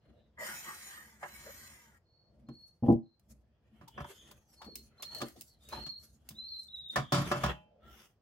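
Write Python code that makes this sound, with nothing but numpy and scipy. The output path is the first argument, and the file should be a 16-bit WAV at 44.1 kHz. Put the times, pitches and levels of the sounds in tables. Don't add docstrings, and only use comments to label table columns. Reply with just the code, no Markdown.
import sys
import numpy as np
from scipy import signal
from scipy.fft import rfft, irfft, next_fast_len
from scipy.io import wavfile
from scipy.ndimage import map_coordinates

SR = 44100
rng = np.random.default_rng(int(sys.argv[2]) if len(sys.argv) > 2 else 0)


def wav_out(sig):
    wavfile.write(sys.argv[1], SR, np.round(np.clip(np.atleast_2d(sig).T, -1, 1) * 32767).astype(np.int16))


N = 362061
TIME = np.arange(N) / SR
RING = TIME[:SR * 4 // 5]

# (multiple of shaft rate, level [dB])
SHAFT_ORDERS = [(1.52, -2), (2, -9), (3, 0.5), (3.17, -34), (3.82, -9), (4.1, -18), (4.46, -11), (5, 3),
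                (5.27, -10.5), (5.9, -19), (11, 11.5), (18, -16), (22, -7), (25, 4.5), (30, 6), (36, -2),
                (37, -2), (39, -2)]
# (frequency [Hz], width [Hz], gain [dB])
HOUSING_MODES = [(555, 50, 6), (1156, 210, -24.5), (1644, 40, 11.5), (1990, 260, 10.5), (2225, 22, 3.5),
                 (3100, 200, 8), (6080, 170, 6.5), (7100, 130, 2.5), (8500, 550, 8.5), (9570, 360, 3.5)]
# (pressed [s], released [s], full speed [turns/s])
TRIGGER_PULLS = [(0.382, 0.939, 364.7), (1.202, 1.67, 375.6)]
# (time [s], length [s], resonance [Hz], groan [dB], grinding [dB])
SCREW_BINDS = [(0.409, 0.084, 1953, -47, -69), (0.432, 0.068, 571, -45.5, -61),
               (0.508, 0.083, 1483, -49.5, -50.5), (0.7, 0.063, 1169, -48, -45.5),
               (0.973, 0.13, 1838, -53.5, -59), (1.245, 0.041, 800, -47.5, -43.5),
               (1.485, 0.047, 547, -50, -52.5)]
# (frequency [Hz], density [dB])
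GEAR_SPECTRUM = [(1290, -10.5), (2200, -5.5), (3710, -12.5), (3930, -13), (5440, -6), (5810, -6),
                 (6310, -13.5), (6920, 1.5), (7710, -12), (9020, -10), (12200, -11.5), (14100, -3),
                 (15300, -15.5), (16000, -32.5)]
# (frequency [Hz], density [dB])
GRIND_SPECTRUM = [(47, -41), (80, -6), (156, 31.5), (233, 14), (271, -5), (349, 0.5), (387, -5.5),
                  (553, -20.5), (756, -9.5), (1160, 10), (1390, -2.5), (1900, -1.5), (2800, -34),
                  (3640, -33.5), (6160, -120)]

# (time [s], clang [dB], boom [dB], edge [dB], t60 [s])
COVER_BLOWS = [(1.229, -35.5, -54, -66, 0.13), (2.486, -51, -37.5, -66, 0.061),
               (3.811, -52, -48, -73, 0.15), (3.877, -64, -60, -59, 0.098), (3.977, -35.5, -51, -77, 0.13),
               (4.003, -36.5, -38, -59, 0.078), (4.043, -40, -50, -64, 0.057),
               (4.312, -52, -80, -49, 0.033), (4.616, -46, -77.5, -55.5, 0.13),
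               (4.644, -51.5, -62, -57, 0.073), (4.676, -60, -47, -81, 0.096),
               (4.997, -52.5, -85, -71, 0.1), (5.026, -47.5, -79, -40, 0.086),
               (5.146, -61, -62, -65, 0.037), (5.124, -58, -50, -79, 0.12), (5.204, -41, -42.5, -51, 0.062),
               (5.215, -31.5, -47, -38, 0.08), (5.361, -68, -63, -66.5, 0.26), (5.724, -39, -60, -53, 0.22),
               (5.774, -47, -41.5, -67, 0.09), (5.862, -48.5, -45.5, -51, 0.13),
               (6.306, -58.5, -47.5, -56, 0.091), (6.958, -21.5, -33.5, -35, 0.16),
               (6.98, -33.5, -29, -62, 0.16), (7.121, -24, -22.5, -32, 0.23),
               (7.144, -28.5, -34, -38.5, 0.39), (7.181, -38, -27, -45.5, 0.18),
               (7.264, -53, -51, -67.5, .1), (7.314, -22.5, -31.5, -40, 0.15),
               (7.357, -38, -37.5, -54, 0.24), (7.435, -24, -30.5, -38, 0.18),
               (7.46, -31, -35.5, -42.5, 0.07), (7.487, -44, -45.5, -59, .06)]
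# (frequency [Hz], level [dB], t60 [s])
COVER_MODES = [(138.4, 2, 0.29), (175.1, -7, 0.44), (228, 0.5, 0.11), (296.3, -8.5, 0.27),
               (370.6, -16, 0.32), (449, -21.5, 0.21), (579, -6, 0.33), (620, -15, 0.55),
               (639, -11.5, 0.053), (774, -13, 0.27), (844, -16, 0.49), (1003.5, -9.5, 0.29),
               (1059, -6.5, 0.16), (1103, -15.5, 0.15), (1178, -15, 0.14), (1201, -4, 0.085),
               (1272, -12, 0.073), (1329, -10, 0.077), (1440, -12, 0.26), (1558, -13, 0.21),
               (1700, -7.5, 0.11), (1766, -16.5, 0.18), (1950, -24.5, 0.19), (2390, -30.5, 0.5),
               (2680, -18, 0.39), (2800, -24.5, 0.15), (3090, -17, 0.41), (3250, -26.5, .22),
               (4060, -33, 0.13), (4730, -28, 0.18), (5030, -22.5, 0.11), (5450, -24, 0.13),
               (5900, -19.5, 0.099)]
# (frequency [Hz], density [dB])
SHEET_SPECTRUM = [(24, -44.5), (40, -22), (104, 2), (140, 8), (320, -3), (372, -5.5), (422, -16),
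                  (570, -6.5), (733, -12), (1270, -11.5), (1950, -21), (6020, -30), (9690, -42.5),
                  (10400, -40.5), (16000, -56.5)]
# (time [s], level [dB], t60 [s], contact time [ms])
LOW_THUMPS = [(2.49, -39.5, 0.17, 0.96), (2.824, -18, 0.11, 2), (2.833, -24, 0.3, 0.25),
              (2.862, -25.5, .2, 0.49), (2.882, -12, 0.2, 0.4), (2.900, -9.5, 0.14, 0.64),
              (2.921, -14, 0.13, 1.75), (2.949, -15.5, 0.12, 2.8), (4.665, -44.5, 0.14, 0.24),
              (5.22, -32, 0.16, 0.28), (5.371, -46.5, 0.12, 1.4)]
# (frequency [Hz], level [dB], t60 [s])
CASE_MODES = [(125, -5, 0.12), (137.2, -31, 0.3), (205, -3, 0.04), (238.5, -3, 0.046), (293.5, -6, 0.16),
              (334.3, -8, 0.21), (405, -13.5, 0.16), (476.5, -13, 0.14), (716, -12.5, 0.067),
              (798.3, -8.5, 0.097), (995, -17.5, 0.07), (1245, -28.5, 0.068)]
# (frequency [Hz], density [dB])
THUD_SPECTRUM = [(24, -53), (40, -43), (107, -10), (160, -27.5), (234, 21.5), (314, -25.5), (348, 10.5),
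                 (443, -18.5), (475, -15.5), (565, -2), (812, -18), (932, -25.5), (2500, -67.5),
                 (3250, -104), (5500, -120)]
# (time [s], level [dB], t60 [s], left minus right [dB], crack [dB])
RIM_TICKS = [(2.923, -60, 0.08, -0.5, -72.5), (3.196, -72, 0.08, 1, -64), (3.8823, -58.5, 0.21, -1, -49.5),
             (4.755, -39, 0.16, -1, -51), (5.023, -42.5, 0.16, -3, -47), (5.147, -47, 0.38, -2, -47),
             (5.184, -52, 0.091, -3, -52), (5.217, -63, 0.059, -5, -54), (5.284, -53, 0.2, -1, -52),
             (5.4094, -44, 0.071, -1, -54), (5.418, -48, 0.09, -2, -48), (5.688, -50.5, 0.2, 0, -60),
             (6.289, -42.5, 0.11, -0.5, -41.5), (6.5978, -85, 0.39, -5.5, -71)]
# (frequency [Hz], density [dB])
TICK_SPECTRUM = [(710, -19.5), (1200, -24), (1910, -16), (2920, -4), (3470, -8.5), (4220, -4.5),
                 (4600, -5.5), (14800, -4.5), (16000, 2.5)]

# (middle [s], length [s], dry scraping [dB], rubbing [dB], flexing [dB])
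HANDLING_STROKES = [(.085, 0.076, -92, -72.5, -63), (.21, 0.35, -102, -85, -64),
                    (1.46, 0.32, -100, -97, -59.5), (2.43, 0.25, -99, -89, -58),
                    (2.67, 0.25, -84.5, -93.5, -76.5), (2.9, 0.0814, -74.5, -64.5, -44.5),
                    (3.315, 0.035, -67.5, -76.5, -62), (3.35, 0.22, -92, -97, -63.5),
                    (3.78, 0.24, -89, -77.5, -64.5), (4.0, 0.086, -73.5, -60, -45.5),
                    (4.12, 0.14, -65, -64, -91), (4.29, 0.19, -71, -67, -59), (4.55, 0.15, -74, -77.5, -67),
                    (4.7, 0.16, -78.5, -77, -61), (4.85, 0.074, -71.5, -88, -63),
                    (4.95, 0.15, -107, -78.5, -66.5), (5.19, 0.25, -66, -61.5, -57.5),
                    (5.43, 0.16, -67.5, -85, -73), (5.69, 0.12, -66.5, -70, -90),
                    (5.78, 0.17, -69, -59.5, -52.5), (6.03, 0.086, -66, -74, -66),
                    (6.13, 0.074, -76.5, -99, -63.5), (6.33, 0.24, -80, -78, -60),
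                    (6.63, 0.1, -69, -106, -85), (6.79, 0.099, -80.5, -108, -91),
                    (6.925, 0.05, -62, -85, -80.5), (6.98, 0.077, -65, -51, -46),
                    (7.33, 0.28, -60, -52.5, -48.5), (7.48, 0.092, -86, -48, -39)]
# (middle [s], length [s], centre [Hz], glide [Hz/s], level [dB])
METAL_SWISHES = [(0.224, 0.13, 3780, -1500, -83), (4.022, 0.19, 3266, 1204.5, -63.5),
                 (4.211, 0.22, 3330, 503.5, -64.5), (4.218, 0.28, 6590, -1500, -72),
                 (4.389, 0.077, 6460, -2000, -78.5), (4.53, 0.13, 5520, -9000, -76),
                 (5.519, 0.091, 4400, -5000, -71), (7.046, 0.3, 3400, -500, -60),
                 (7.259, 0.026, 3600, 3, -53.5), (7.525, 0.14, 2860, -2000, -67)]
# (middle [s], length [s], resonance [Hz], level [dB])
RIM_JUDDERS = [(.17, .11, 570, -68.5), (2.361, 0.27, 592, -77), (3.885, 0.015, 930, -54),
               (4.05, 0.012, 973, -47.5), (4.286, 0.04, 607, -74), (4.629, 0.041, 937, -55.5),
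               (4.688, 0.015, 521, -54), (4.738, 0.14, 313.5, -62), (5.14, 0.059, 896, -59.5),
               (5.175, 0.052, 622, -56.5), (5.23, 0.05, 327, -50), (5.366, 0.02, 594, -58.5),
               (5.734, 0.022, 983, -43), (5.777, 0.036, 833, -49.5), (5.799, .09, 358.4, -63),
               (6.968, 0.014, 1780, -33.5), (7.33, 0.046, 1248, -38.5), (7.76, 0.22, 570, -68.5)]
# (middle [s], length [s], hiss [dB], rubbing [dB], flutter [dB])
SLEEVE_STROKES = [(7.88, 0.12, -99, -68.5, -55), (7.99, 0.17, -63, -64.5, -66.5)]
# (frequency [Hz], density [dB])
SLEEVE_SPECTRUM = [(1470, -11), (2500, -3), (3230, -1.5), (4310, -13.5), (5480, -2.5), (7710, -12),
                   (14000, -9), (16000, -11)]
# (frequency [Hz], density [dB])
RIM_SPECTRUM = [(2470, -34.5), (4200, 0), (6280, 3.5), (7390, 1), (13100, -0.5), (14600, -5.5),
                (15600, -12.5), (16000, -20)]
# (frequency [Hz], density [dB])
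RUB_SPECTRUM = [(210, -25.5), (350, 3.5), (1040, -5.5), (1400, -2.5), (1470, -5), (1810, -3), (2260, -8.5),
                (3360, -5.5), (3840, -20.5), (4000, -14.5), (5200, -35), (8800, -120)]
# (frequency [Hz], density [dB])
FLEX_SPECTRUM = [(18, -49), (30, -14.5), (64, 14.5), (92, -1.5), (144, -1), (175, -15), (219, 6.5),
                 (261, -13.5), (326, -10), (377, -21), (700, -16.5), (910, -45), (1540, -120)]

# (crest [s], rise [s], fall [s], crest pitch [Hz], droop at far end [Hz], level [dB], lower strand [dB])
SQUEAL_ARCHES = [(.06, .06, .06, 4210, 42, -80.5, -8), (2.186, 0.14, 0.11, 4406, 122, -67, -9),
                 (2.615, 0.15, 0.076, 4365, 167.5, -54.5, -17.5), (3.143, 0.12, .016, 4200, -56, -72.5, -2),
                 (4.669, 0.11, 0.17, 4380, 84, -52.5, -11), (5.148, .17, 0.1, 4343, 201.5, -44.5, -7),
                 (5.7, .1, 0.034, 3820, 180, -59, -3), (5.88, 0.17, 0.11, 4332, 265, -40, -7.5),
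                 (6.543, 0.2, 0.077, 4188, 261, -40, -12), (6.74, 0.06, 0.22, 3892, 249.5, -42, -7.5),
                 (7.886, 0.066, 0.038, 1368, 50, -55.5, -16)]
# (time [s], rise above the arch [dB])
SQUEAL_FLARES = [(2.64, 8.5), (4.72, 10), (5.053, 9.5), (5.151, 10.5), (5.728, 8.5), (5.897, 7), (5.956, 7),
                 (6.391, 14), (6.47, 7), (6.526, 13), (6.6, 10), (6.747, 11), (6.864, 8.5), (6.903, 16),
                 (6.935, 9.5)]
# (time [s], length [s], jump [Hz])
PITCH_BREAKS = [(4.763, 0.099, -68.5), (5.932, 0.018, -200), (5.984, 0.015, 211.5), (6.351, .03, -300),
                (6.488, .014, 286), (6.554, 0.02, -200), (6.682, .025, -220), (6.77, .015, -280),
                (6.839, .018, -260), (6.898, 0.042, -90.5)]

# (frequency [Hz], density [dB])
AIR_SPECTRUM = [(15, -38), (25, -7.5), (70, -1.5), (161, -5.5), (212, -15.5), (277, -16), (545, -17.5),
                (2480, -40), (4250, -42.5), (4740, -37.5), (5730, -43), (10100, -62), (16000, -52.5)]
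# (frequency [Hz], side minus mid [dB])
STEREO_WIDTH = [(60, -15), (250, -15.5), (600, -5.5), (1400, -6), (2200, -0.5), (12000, -0.5)]

START_HZ, SPIN_UP_S, COAST_HZ_PER_S = 307.2, 0.054, 350
STOP_S, STOP_FADE_S = 1.985, 0.0088
LOOSEN_S = 0.27
LET_DOWN_S = 7.05
FLOOR_FROM_S, FLOOR_TO_S = 3.19, 8.1


def screwdriver(bind_db=-3, mesh=0.13, grit_db=1.5, rattle_db=1.04, hum_db=-68, tones_db=-75.0,
                tones_slack_db=-15, tones_tight_db=5, wobble=0.00202, tight_wobble=0.008,
                dulling_db=-36, throb=0.18, gear_ratio=9):
    speed_hz, slack = motor_speed()
    gear, screw = drive_levels(slack)
    binding = sum(undb(db + bind_db) * swell(TIME, s, length) for s, length, _, _, db in SCREW_BINDS)

    tight = np.exp(-np.maximum(TIME - TRIGGER_PULLS[0][0], 0) / LOOSEN_S)
    unsteady = 1 + wobble * walk(30) + tight_wobble * tight * walk(20.2)
    turns = np.cumsum(speed_hz * unsteady) / SR
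    angle = 2 * np.pi * turns
    teeth = (1 + mesh * np.cos(angle)) * undb(grit_db * walk(2500) + rattle_db * walk(130))
    hiss = colour(clatter(turns, repeat=0.39) * teeth, GEAR_SPECTRUM) * gear

    thread = clatter(turns, repeat=0.061) * teeth
    low, middle, high = [
        colour(thread, GRIND_SPECTRUM, lo_hz=lo, hi_hz=hi) * undb(db + 2 * walk(45.27))
        for lo, hi, db in [(313, 1060, -10), (770, 930, -13.5), (1650, 5400, -13.5)]]
    high = high * (1 + throb * np.cos(angle / gear_ratio))
    grind = (low + middle + high) * (screw + binding)

    hum = colour(noise(), FLEX_SPECTRUM, lo_hz=66.0) * undb(hum_db + 2 * walk(27.0))
    tones = np.zeros(N)
    for order, db in SHAFT_ORDERS:
        level = undb(db + 3.5 * walk(30) + dulling_db * max(order - 5, 0) * slack)
        tones += level * np.sin(order * angle + 0.4 * walk(150))
    whine = tones * undb(tones_db + tones_slack_db * slack + tones_tight_db * tight)
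    whirr = mottle(resonate(hiss + grind, HOUSING_MODES), depth_db=4.8, per_octave=20, rate_hz=17)
    running = between(TRIGGER_PULLS[0][0], STOP_S, fall_s=STOP_FADE_S)
    return from_left((whirr + hum + whine + groans()) * running, samples=7)


def motor_speed():
    speed_hz, slack = np.full(N, 1. * START_HZ), np.zeros(N)
    for pressed, released, full_hz in TRIGGER_PULLS:
        on = TIME >= pressed - SPIN_UP_S / 10
        spin_up_hz = (full_hz - START_HZ) * np.exp((pressed - TIME[on]) / SPIN_UP_S)
        coast_hz = COAST_HZ_PER_S * np.maximum(TIME[on] - released, 0)
        speed_hz[on] = np.maximum(full_hz - (spin_up_hz + coast_hz), 0)
        slack[on] = 1 - speed_hz[on] / full_hz
    return speed_hz, slack


def drive_levels(slack, gear_db=-64.0, gear_tight_db=17, gear_slack_db=-72, take_up_s=0.037,
                 screw_db=-63.5, screw_tight_db=20, screw_slack_db=-44):
    since = np.maximum(TIME - TRIGGER_PULLS[0][0], 0)
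    tight = np.exp(-since / LOOSEN_S)
    gear = undb(gear_db + gear_tight_db * tight + gear_slack_db * slack)
    screw = undb(screw_db + screw_tight_db * tight + screw_slack_db * slack)
    return gear * (1 - np.exp(-since / take_up_s)), screw


def clatter(turns, repeat, count=128):
    laps = rng.standard_normal((2, N // count, count))
    laps = signal.lfilter([1], [1, -repeat], laps, axis=1).reshape(2, -1)
    return unit(np.array([map_coordinates(ear, [turns * count], order=3, mode="wrap") for ear in laps]))


def groans(width_hz=170):
    return sum(narrow(s, length, hz, 0, width_hz) * undb(db) for s, length, hz, db, _ in SCREW_BINDS)


def blows(clang_db=-6.0, boom_db=-4, edge_db=-1, modes_db=-5.5, rise_s=0.0018, crack_db=-1, smack_db=-1,
          beat_hz=7, held_t60_s=0.23, shimmer_db=-27, shimmer_t60_s=0.22):
    out = np.zeros((2, N))
    low = colour(noise(), SHEET_SPECTRUM, lo_hz=75, hi_hz=308)
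    mid = colour(plate(), SHEET_SPECTRUM, lo_hz=420, hi_hz=2500)
    top = colour(plate(), SHEET_SPECTRUM, lo_hz=2700, hi_hz=34000)
    crack = colour(noise(), TICK_SPECTRUM)
    rings = []
    for hz, _, t60 in COVER_MODES:
        beat = 1 + 0.021 * np.exp(2j * np.pi * beat_hz * rng.normal(1, 0.29) * RING)
        rings.append(fade(t60) * np.exp(2j * np.pi * hz * RING) * beat)
    for s, clang, boom, edge, t60 in COVER_BLOWS:
        sound = piece(low) * undb(boom + boom_db) * fade(1.45 * t60) * (1 - np.exp(-RING / 0.016))
        clang_fade = undb(clang + clang_db) * fade(1.09 * t60)
        smack_fade = undb(clang + smack_db) * fade(0.01)
        sound += piece(mid) * (clang_fade + smack_fade)
        sound += piece(top) * undb(edge + edge_db) * fade(0.89 * t60)
        sound += piece(crack) * undb(edge + crack_db) * fade(0.043)
        damping = fade(held_t60_s) if s < LET_DOWN_S else 1
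        sound += piece(mid) * undb(clang + shimmer_db) * fade(shimmer_t60_s) * damping
        draws = rng.standard_normal((len(COVER_MODES), 3))
        for (hz, db, _), ring, (size, phase, spread) in zip(COVER_MODES, rings, draws):
            strength = undb((boom if hz < 400 else clang) + modes_db + db + 0.71 * size)
            ear_phase = np.array([[1], [-1]]) * spread * min(hz / 6000, 1)
            sound += np.imag(strength * np.exp(1j * (2 * np.pi * phase + ear_phase)) * ring) * damping
        add(out, s, sound * (1 - np.exp(-RING / rise_s)))
    return from_left(out, samples=6)


def plate(spacing_hz=42, noisy_db=-7):
    lines = rng.random(N // 2 + 1) < SR / N / spacing_hz
    return unit(irfft(rfft(noise()) * lines, N)) + undb(noisy_db) * noise()


def thumps(ring_db=-2.0, thud_db=-5.5, rise_s=0.0019, muffle_hz=1300):
    out = np.zeros((2, N))
    ring = sum(undb(db) * np.sin(2 * np.pi * hz * RING) * fade(t60) for hz, db, t60 in CASE_MODES)
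    thud = colour(noise(), THUD_SPECTRUM, hi_hz=1191)
    push_time = RING[:SR // 20]
    for s, db, t60, contact_ms in LOW_THUMPS:
        body = undb(ring_db) * ring + undb(thud_db) * piece(thud) * fade(t60)
        body = body * (1 - np.exp(-RING / rise_s))
        push = push_time * np.exp(-push_time * 4000 / contact_ms)
        add(out, s, undb(db) * signal.fftconvolve(body, push[None] / push.sum(), axes=1))
    muffle = signal.butter(4, muffle_hz, fs=SR, output="sos")
    return from_left(signal.sosfilt(muffle, out + 1e-18), samples=8)


def ticks(snap_db=2, tail_db=-7, snap_t60_s=0.023, click_db=4, crack_t60_s=0.0028):
    out = np.zeros((2, N))
    bright = colour(plate(spacing_hz=112, noisy_db=-6), TICK_SPECTRUM)
    edge = colour(noise(), TICK_SPECTRUM)
    for s, db, t60, pan_db, crack_db in RIM_TICKS:
        shape = undb(click_db) * fade(0.01) + undb(snap_db) * fade(snap_t60_s) + undb(tail_db) * fade(t60)
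        shape = shape * (1 - np.exp(-RING / 0.001))
        crack = piece(edge)[0] * undb(crack_db - 60 * RING / crack_t60_s)
        pan = undb(np.array([[pan_db], [-pan_db]]) / 2)
        add(out, s, (piece(bright) * shape * undb(db) + crack) * pan)
    return out


def handling(strokes_db=1, sleeve_db=-1, swish_width_hz=480, judder_width_hz=220,
             floor_rumble_db=-71, floor_rub_db=-88, floor_drift_db=3):
    swish = sum(narrow(s, length, hz, glide, swish_width_hz) * undb(db)
                for s, length, hz, glide, db in METAL_SWISHES)
    swish = swish * undb(1.0 * walk(40))
    judder = sum(narrow(s, length, hz, 0, judder_width_hz) * undb(db) for s, length, hz, db in RIM_JUDDERS)
    strokes = undb(strokes_db) * friction(HANDLING_STROKES, RIM_SPECTRUM, grain_db=2.0, stick_db=5.0)
    floor = colour(noise(), FLEX_SPECTRUM) * undb(floor_rumble_db)
    floor = floor + colour(noise(), RUB_SPECTRUM) * undb(floor_rub_db)
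    floor = floor * undb(floor_drift_db * walk(7.3)) * between(FLOOR_FROM_S, FLOOR_TO_S)
    sleeve = undb(sleeve_db) * friction(SLEEVE_STROKES, SLEEVE_SPECTRUM, grain_db=3.0, stick_db=2.0)
    return swish + judder + mottle(strokes + floor + sleeve, depth_db=5, per_octave=12, rate_hz=18)


def friction(strokes, hiss_spectrum, grain_db, stick_db):
    swells = np.array([swell(TIME, s, length) for s, length, *_ in strokes])
    hiss, rub, rumble = undb([row[2:] for row in strokes]).T @ swells
    slips = undb(grain_db * walk(2500) + stick_db * walk(50))
    out = colour(noise() * slips, hiss_spectrum) * hiss
    out = out + colour(noise() * slips, RUB_SPECTRUM) * rub
    return out + colour(noise(), FLEX_SPECTRUM) * rumble


def squeals(direct_db=-6, wet_db=-6, t60_s=0.28, waver=0.0042, slip=0.011, overtone_db=-32, flutter_db=3.0,
            ends_db=-11, flare_s=0.011, strand_sag=0.045):
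    out = np.zeros(N)
    unsteady = 1 + waver * walk(400) - slip * np.clip(walk(110), 0, 1) ** 2
    lower, lower_gain = 1 - strand_sag * np.abs(walk(220)), undb(3.5 * walk(60))
    jumps_hz = sum(hz * swell(TIME, s, length) for s, length, hz in PITCH_BREAKS)
    flares_db = sum(db * swell(TIME, s, flare_s) for s, db in SQUEAL_FLARES)
    flutter = undb(flutter_db * walk(110) + flares_db)
    for crest, rise, fall, top_hz, droop_hz, db, strand_db in SQUEAL_ARCHES:
        on = (TIME > crest - rise) & (TIME < crest + fall)
        t = TIME[on] - crest
        away = np.where(t < 0, -t / rise, t / fall)
        arch_hz = top_hz - droop_hz * (t / max(rise, fall)) ** 2
        angle = 2 * np.pi * np.cumsum(arch_hz * unsteady[on] + jumps_hz[on]) / SR
        strand = np.sin(2 * np.pi * np.cumsum(arch_hz * lower[on]) / SR) * lower_gain[on]
        tone = np.sin(angle) + undb(overtone_db) * np.sin(3 * angle) + undb(strand_db) * strand
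        out[on] += tone * undb(db + ends_db * away ** 2) * (1 - away ** 20)
    pair = np.array([out, out]) * flutter
    return undb(direct_db) * from_left(pair, samples=2) + undb(wet_db) * workshop(pair, t60_s)


def workshop(x, t60_s, build_s=0.0044):
    tail = noise(count=len(RING)) * fade(t60_s) * (1 - np.exp(-RING / build_s))
    return signal.fftconvolve(x, tail / np.sqrt(np.sum(tail[0] ** 2)), axes=1)[:, :N]


def room_air(level_db=-73.5):
    return colour(noise(), AIR_SPECTRUM) * undb(level_db + 2 * walk(1.3))


def undb(db):
    return 10 ** (np.asarray(db) / 20)


def unit(x):
    return x / np.sqrt(np.mean(x ** 2) + 1e-20)


def noise(count=N):
    return rng.standard_normal((2, count))


def walk(rate_hz):
    steps = rng.standard_normal(N // 8)
    return 0.91 * np.interp(TIME * rate_hz, np.arange(len(steps)), steps)


def gains(points, hz):
    f, db = np.transpose(points)
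    return undb(np.interp(np.log(hz + 0.00092), np.log(f), db))


def colour(pair, points, lo_hz=20, hi_hz=20000):
    n = pair.shape[1]
    size = next_fast_len(n)
    hz = np.arange(size // 2 + 1) * SR / size + 1e-3
    band = 1 / np.sqrt((1 + (lo_hz / hz) ** 10) * (1 + (hz / hi_hz) ** 10))
    mid, side = rfft(pair, size) * gains(points, hz) * band
    mid = irfft(mid, size)[:n]
    side = irfft(side * gains(STEREO_WIDTH, hz), size)[:n]
    return np.array([mid + side, mid - side]) / np.std(mid)


def narrow(s, length, hz, glide, width_hz):
    out, start = np.zeros((2, N)), max(s - RING[-1] / 2, 0)
    t = start + RING
    low_pass = signal.butter(3, width_hz / 2, fs=SR, output="sos")
    drift = signal.sosfilt(low_pass, noise(count=len(t)) + 1j * noise(count=len(t)))
    carrier = np.exp(2j * np.pi * np.cumsum(hz + glide * (t - s)) / SR)
    mid, side = unit(np.real(drift * carrier))
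    add(out, start, np.array([mid + 0.57 * side, mid - 0.34 * side]) * swell(t, s, length))
    return out


def resonate(x, modes):
    return x + sum((undb(db) - 1) * signal.lfilter(*signal.iirpeak(hz, hz / width, fs=SR), x)
                   for hz, width, db in modes)


def mottle(x, depth_db, per_octave, rate_hz):
    hz, t, bands = signal.stft(x, SR, nperseg=1024)
    where = np.meshgrid(np.log2(1 + hz / 500) * per_octave, t * rate_hz, indexing="ij")
    grid = rng.standard_normal((200, 600))
    level = undb(depth_db * map_coordinates(grid, where, order=1, mode="wrap"))
    return signal.istft(bands * unit(level), SR)[1][:, :N]


def fade(t60_s):
    return undb(-60 * RING / max(t60_s, 0.01))


def swell(t, s, length):
    return np.exp(-(2 * (t - s) / length) ** 2)


def between(start, end, rise_s=0.0064, fall_s=0.11):
    return (1 + np.tanh((TIME - start) / rise_s)) * (1 + np.tanh((end - TIME) / fall_s)) / 4


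def piece(x):
    i = rng.integers(N - len(RING))
    return x[:, i:i + len(RING)]


def add(out, s, sound):
    i = int(s * SR)
    out[:, i:i + sound.shape[1]] += sound[:, :N - i]


def from_left(x, samples):
    return np.array([x[0], np.pad(x[1], (samples, 0))[:N]])


def scene(wet_db=-14, t60_s=0.23):
    bench = screwdriver() + blows() + thumps() + ticks() + handling()
    return bench + undb(wet_db) * workshop(bench, t60_s) + squeals() + room_air()


def record(dry, low_cut_hz=58, top_hz=15900):
    thin = signal.sosfilt(signal.butter(3, low_cut_hz, "high", fs=SR, output="sos"), dry)
    return signal.sosfilt(signal.ellip(8, 0.2, 70, top_hz, fs=SR, output="sos"), thin)


dry = scene()
out = record(dry)
wav_out(out)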